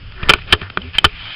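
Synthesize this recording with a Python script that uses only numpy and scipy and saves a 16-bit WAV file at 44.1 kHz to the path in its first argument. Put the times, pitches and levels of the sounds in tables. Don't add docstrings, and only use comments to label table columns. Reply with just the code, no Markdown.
import sys
import numpy as np
from scipy import signal
from scipy.fft import rfft, irfft
from scipy.io import wavfile
from scipy.ndimage import uniform_filter1d

SR = 44100
rng = np.random.default_rng(int(sys.argv[2]) if len(sys.argv) > 2 else 0)


def to_wav(sig):
    pcm = np.clip(np.atleast_2d(sig), -1, 1) * 32767
    pcm = np.round(pcm).astype(np.int16)
    wavfile.write(sys.argv[1], SR, pcm.T)


def makeup_ratio(level_db):
    decades = np.asarray(level_db, float) / 20
    return 10 ** decades


N = 59535


def unit(x):
    return x / np.sqrt(np.mean(x ** 2))


def add(out, at, x):
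    start = int(at * SR)
    x = x[:N - start]
    out[start:start + len(x)] += x


def curve(table, column):
    rows = np.array(table)
    return np.interp(np.arange(N) / SR, rows[:, 0], rows[:, column])


def band(lo_hz, hi_hz):
    sos = signal.butter(2, [lo_hz, hi_hz], "band", fs=SR, output="sos")
    return unit(signal.sosfilt(sos, rng.standard_normal(N)))


def walk(rate):
    hold = int(SR / rate)
    steps = np.repeat(rng.standard_normal(N // hold + 1), hold)
    return 1.6 * uniform_filter1d(uniform_filter1d(steps, hold), hold)[:N]


def swell(length, share):
    u = np.arange(int(length * SR)) / (length * SR)
    share = np.clip(share, 0.05, 0.95)
    return np.sin(np.pi / 2 * np.minimum(u / share, (1 - u) / (1 - share)))


def ring(force, hz, t60):
    pole = np.exp(2j * np.pi * hz / SR - np.log(1000) / (t60 * SR))
    return signal.lfilter([1], [1, -pole], force).imag


def near(hz, best_hz, spread):
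    return -6 * (np.log2(hz / best_hz) / max(spread, 0.2)) ** 2


def body(force, modes, best_hz, spread):
    scatter_db = 4 * rng.standard_normal(16)
    out = np.zeros(len(force))
    for (hz, db, t60), extra_db in zip(modes, scatter_db):
        out += makeup_ratio(db + extra_db + near(hz, best_hz, spread)) * ring(force, hz, t60)
    return out


def thin(x):
    return signal.sosfilt(signal.butter(2, 910, "high", fs=SR, output="sos"), x)


def soften(force, hz):
    return signal.sosfilt(signal.butter(2, min(hz, 9000), fs=SR, output="sos"), force)


# frequency in Hz, relative density in dB per Hz.
ROOM_COLOUR = [(40, -16.5), (75, -20), (105, 4), (128, -15), (162, -7), (215, -18.5), (600, -28.5),
               (1000, -28.5), (1250, -18.5), (2000, -23.5), (3100, -17), (4000, -33.5), (5300, -24)]
ROOM_DB = -38


def room():
    hz = np.maximum(np.fft.rfftfreq(N, 1 / SR), 1)
    rows = np.array(ROOM_COLOUR)
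    colour = makeup_ratio(np.interp(np.log(hz), np.log(rows[:, 0]), rows[:, 1]))
    return makeup_ratio(ROOM_DB) * unit(irfft(rfft(rng.standard_normal(N)) * colour, N))


# time in seconds, deep rumble level in dB, low-mid murmur level in dB.
HAND_TREMOR = [(0.0, -35.5, -59.5), (0.16, -37.5, -59.5), (0.274, -22, -36.5), (0.42, -35, -58.5),
               (0.526, -36.5, -37.5), (0.594, -61.5, -44.5), (0.698, -51.5, -54), (0.818, -37.5, -46),
               (0.94, -53.5, -56.5), (1.044, -32.5, -41), (1.198, -38.5, -86.5), (1.35, -51.5, -56)]
# start in seconds, length in seconds, share of it spent swelling, level in dB, pitch in Hz.
GRIP_WOBBLES = [(0, 0.31, 0.71, -40.5, 93), (.14, 0.12, 0.67, -44.5, 370), (.36, 0.17, 0.11, -37.5, 125),
                (.527, 0.045, 0.076, -23, 83.33), (.612, 0.12, 0.091, -33, 94), (.775, .04, .1, -35, 190),
                (.79, .11, .6, -42.5, 256), (.80, 0.13, 0.46, -31.5, 82.1), (.84, 0.075, 0.17, -47.5, 385)]
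WAVER_HZ, WAVER_DB, WAVER_RAD = 25, 2, 0.53


def tremor():
    rumble = makeup_ratio(curve(HAND_TREMOR, column=1)) * band(4.5, 60)
    murmur = makeup_ratio(curve(HAND_TREMOR, column=2)) * band(150, 600)
    out = rumble + murmur
    for at, length, share, db, hz in GRIP_WOBBLES:
        shape = swell(length, share)
        level = makeup_ratio(WAVER_DB * walk(WAVER_HZ))
        phase = 2 * np.pi * hz * np.arange(N) / SR + WAVER_RAD * hz / 90 * walk(WAVER_HZ)
        tone = level * np.sin(phase)
        add(out, at, makeup_ratio(db) * np.sqrt(2) * shape * tone[:len(shape)])
    return out


# frequency in Hz, relative level in dB, 60 dB decay time in seconds.
CASE_MODES = [(950, -33, .018), (1232, -20, 0.046), (1460, 3, 0.0095), (1772, -9, .018), (2005, -37, 0.012),
              (2477, 0.5, 0.0067), (2750, -5, 0.0056), (3072, -1.5, 0.014), (3430, -20, 0.02),
              (3670, -30, 0.0062), (4500, -19.5, .008)]
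# start in seconds, length in seconds, share of it spent swelling, level in dB,
# best-excited pitch in Hz.
SLIDES = [(0.098, 0.13, .7, -45.5, 2200), (0.155, .15, .85, -31, 1700), (0.341, 0.14, .2, -39, 2400),
          (0.463, 0.085, .85, -28.5, 2300), (0.561, 0.11, .6, -39.5, 2600), (0.609, 0.095, .15, -37, 1500),
          (0.777, 0.15, .6, -41, 2000), (0.93, 0.057, .5, -27.5, 2400), (0.997, 0.12, .2, -42, 2500),
          (1.057, 0.18, .5, -37, 2700), (1.125, 0.29, .62, -30, 2300), (1.261, 0.42, .5, -40, 2300)]
GRAIN_DB, FLICKER_DB = 1.5, 0.5
SLIDE_SPREAD_OCT, SKIN_HISS_DB = 0.38, -16.5


def sliding():
    out = np.zeros(N)
    for at, length, share, db, best_hz in SLIDES:
        shape = swell(length, share)
        noise = rng.standard_normal(N)
        roughness = makeup_ratio(GRAIN_DB * walk(900) + FLICKER_DB * walk(52))
        grains = (noise * roughness)[:len(shape)]
        rubbed_case = unit(thin(body(grains, CASE_MODES, best_hz, SLIDE_SPREAD_OCT)))
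        skin_hiss = makeup_ratio(SKIN_HISS_DB) * band(2800, 6900)[:len(shape)]
        add(out, at, makeup_ratio(db) * shape * (rubbed_case + skin_hiss))
    return out


# frequency in Hz, relative level in dB, 60 dB decay time in seconds.
GRIP_MODES = [(35, 1, 0.063), (79.2, 0, 0.066), (140, -2.5, 0.046), (190, -5, 0.062), (281, -10.5, 0.035),
              (370.8, 3.5, 0.042), (420, -2, 0.091), (623, -8, 0.077)]
# start in seconds, relative level in dB, best-excited pitch in Hz, spread in octaves.
HAND_THUMPS = [(0.233, -12.5, 40, 1.7), (0.249, -15, 35, 0.89), (.295, -2, 340, 1.5),
               (0.307, -6, 242, 0.85), (.337, -9, 148, 1.4), (.356, -22.5, 330, 0.49),
               (0.484, -46, 119, .8), (0.527, -5.5, 100, 0.93), (0.535, -6.5, 395, 0.57),
               (0.618, -20, 100, 1.33), (0.621, -28.5, 430, .6), (.701, -30.5, 120, 1.46),
               (.774, -18, 340, 1.23), (0.953, -16.5, 45, 1.03), (0.983, -29, 200, 1.5),
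               (1.046, 6.5, 129.3, 0.55), (1.05, -15, 420, 1), (1.058, -15.5, 59, 1.2)]
THUMP_PUSH_S = 0.0002


def thumps(out):
    t = np.arange(int(0.25 * SR)) / SR
    push = np.exp(-t / THUMP_PUSH_S) / (THUMP_PUSH_S * SR)
    for at, db, best_hz, spread in HAND_THUMPS:
        add(out, at, makeup_ratio(db) * body(push, GRIP_MODES, best_hz, spread) / 2)
    return out


# start in seconds, relative level in dB, rattle length in seconds, best-excited pitch in Hz,
# spread in octaves.
CASE_KNOCKS = [(0.122, -28, 0.00098, 2940, 1.2), (0.23, -13, 0.0034, 1900, 0.68),
               (0.233, -4.5, 0.0033, 2500, 0.22), (0.2875, -7.5, 0.00099, 1410, 1.53),
               (0.2933, 15, 0.0092, 2270, 0.54), (0.3016, -13, 0.023, 1410, 1.46),
               (0.3362, 11.5, 0.001, 1895, 0.92), (0.386, -24.5, 0.0082, 1980, 0.5),
               (0.4153, -24, 0.0082, 2600, 0.18), (0.478, -19, 0.0068, 2360, 0.17),
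               (0.525, 11.5, 0.005, 2700, 0.77), (0.534, 4.5, 0.0035, 1470, 1),
               (.5420, -15.5, 0.0089, 1620, 1.2), (0.6143, -21, 0.0035, 1980, 1.05),
               (0.6277, -19, 0.006, 1400, 0.65), (0.7, -25, .003, 3200, 0.66),
               (.7731, 1, .0001, 1500, 0.64), (0.7743, -3.5, 0.00092, 2750, 0.21),
               (.8176, -28, 0.0022, 3180, .4), (0.951, -14.5, 0.0043, 2600, 0.32),
               (0.95, -48, 0.016, 2400, .8), (0.984, 8, 0.0021, 2550, 0.38), (1.0435, 10, 0.002, 3000, 2.5),
               (1.0470, 5, 0.0055, 1600, 1.8), (1.055, -4.5, 0.00079, 2800, 0.92),
               (1.0610, -15.5, 0.0087, 1950, 0.6)]
STRIKE_DB, CONTACT_DB, CONTACT_SCATTER_DB = -1, -9, 4
CONTACTS_PER_S = 3600
RATTLE_FADE_S, RATTLE_FADE_SHARE = 0.00095, 0.12
TAIL_DB, TAIL_T60_S = -23.5, 0.09
SOFT_OCT = 1.16


def knocks():
    out, t = np.zeros(N), np.arange(int(0.25 * SR)) / SR
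    tail = makeup_ratio(TAIL_DB - 60 * t / TAIL_T60_S)
    for at, db, length, best_hz, spread in CASE_KNOCKS:
        fade_s = RATTLE_FADE_S + RATTLE_FADE_SHARE * length
        rattle = np.exp(-np.maximum(t - length, 0) / fade_s) + tail
        direction = np.sign(rng.standard_normal(len(t)))
        size = makeup_ratio(CONTACT_DB + CONTACT_SCATTER_DB * rng.standard_normal(len(t)))
        touches = rng.random(len(t)) < CONTACTS_PER_S / SR
        contacts = rattle * direction * size * touches
        contacts[0] = makeup_ratio(STRIKE_DB)
        force = soften(contacts, best_hz * 2 ** (SOFT_OCT * spread))
        add(out, at, makeup_ratio(db) * thin(body(force, CASE_MODES, best_hz, spread)) / 2)
    return out


def scene():
    handling = thumps(knocks())
    return (handling + sliding() + tremor() + room())[None]


OVERLOAD = 0.92
TOP_HZ, TOP_TAPS, BOTTOM_HZ = 5330, 161, 8
PLAYBACK_DB = 0.5


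def band_limit(x):
    return signal.sosfilt(signal.butter(12, 15900, fs=SR, output="sos"), x)


def record(dry):
    taps = signal.firwin(TOP_TAPS, TOP_HZ, window=("kaiser", 8), fs=SR)[None]
    coupled = signal.lfilter(*signal.butter(1, BOTTOM_HZ, "high", fs=SR), dry)
    limited = signal.fftconvolve(coupled, taps, "same")
    overloaded = np.clip(limited, -OVERLOAD, OVERLOAD)
    narrow = signal.fftconvolve(overloaded, taps, "same")
    finished = np.clip(makeup_ratio(PLAYBACK_DB) * narrow, -1, 1)
    return band_limit(finished)


dry = scene()
out = record(dry)
to_wav(out)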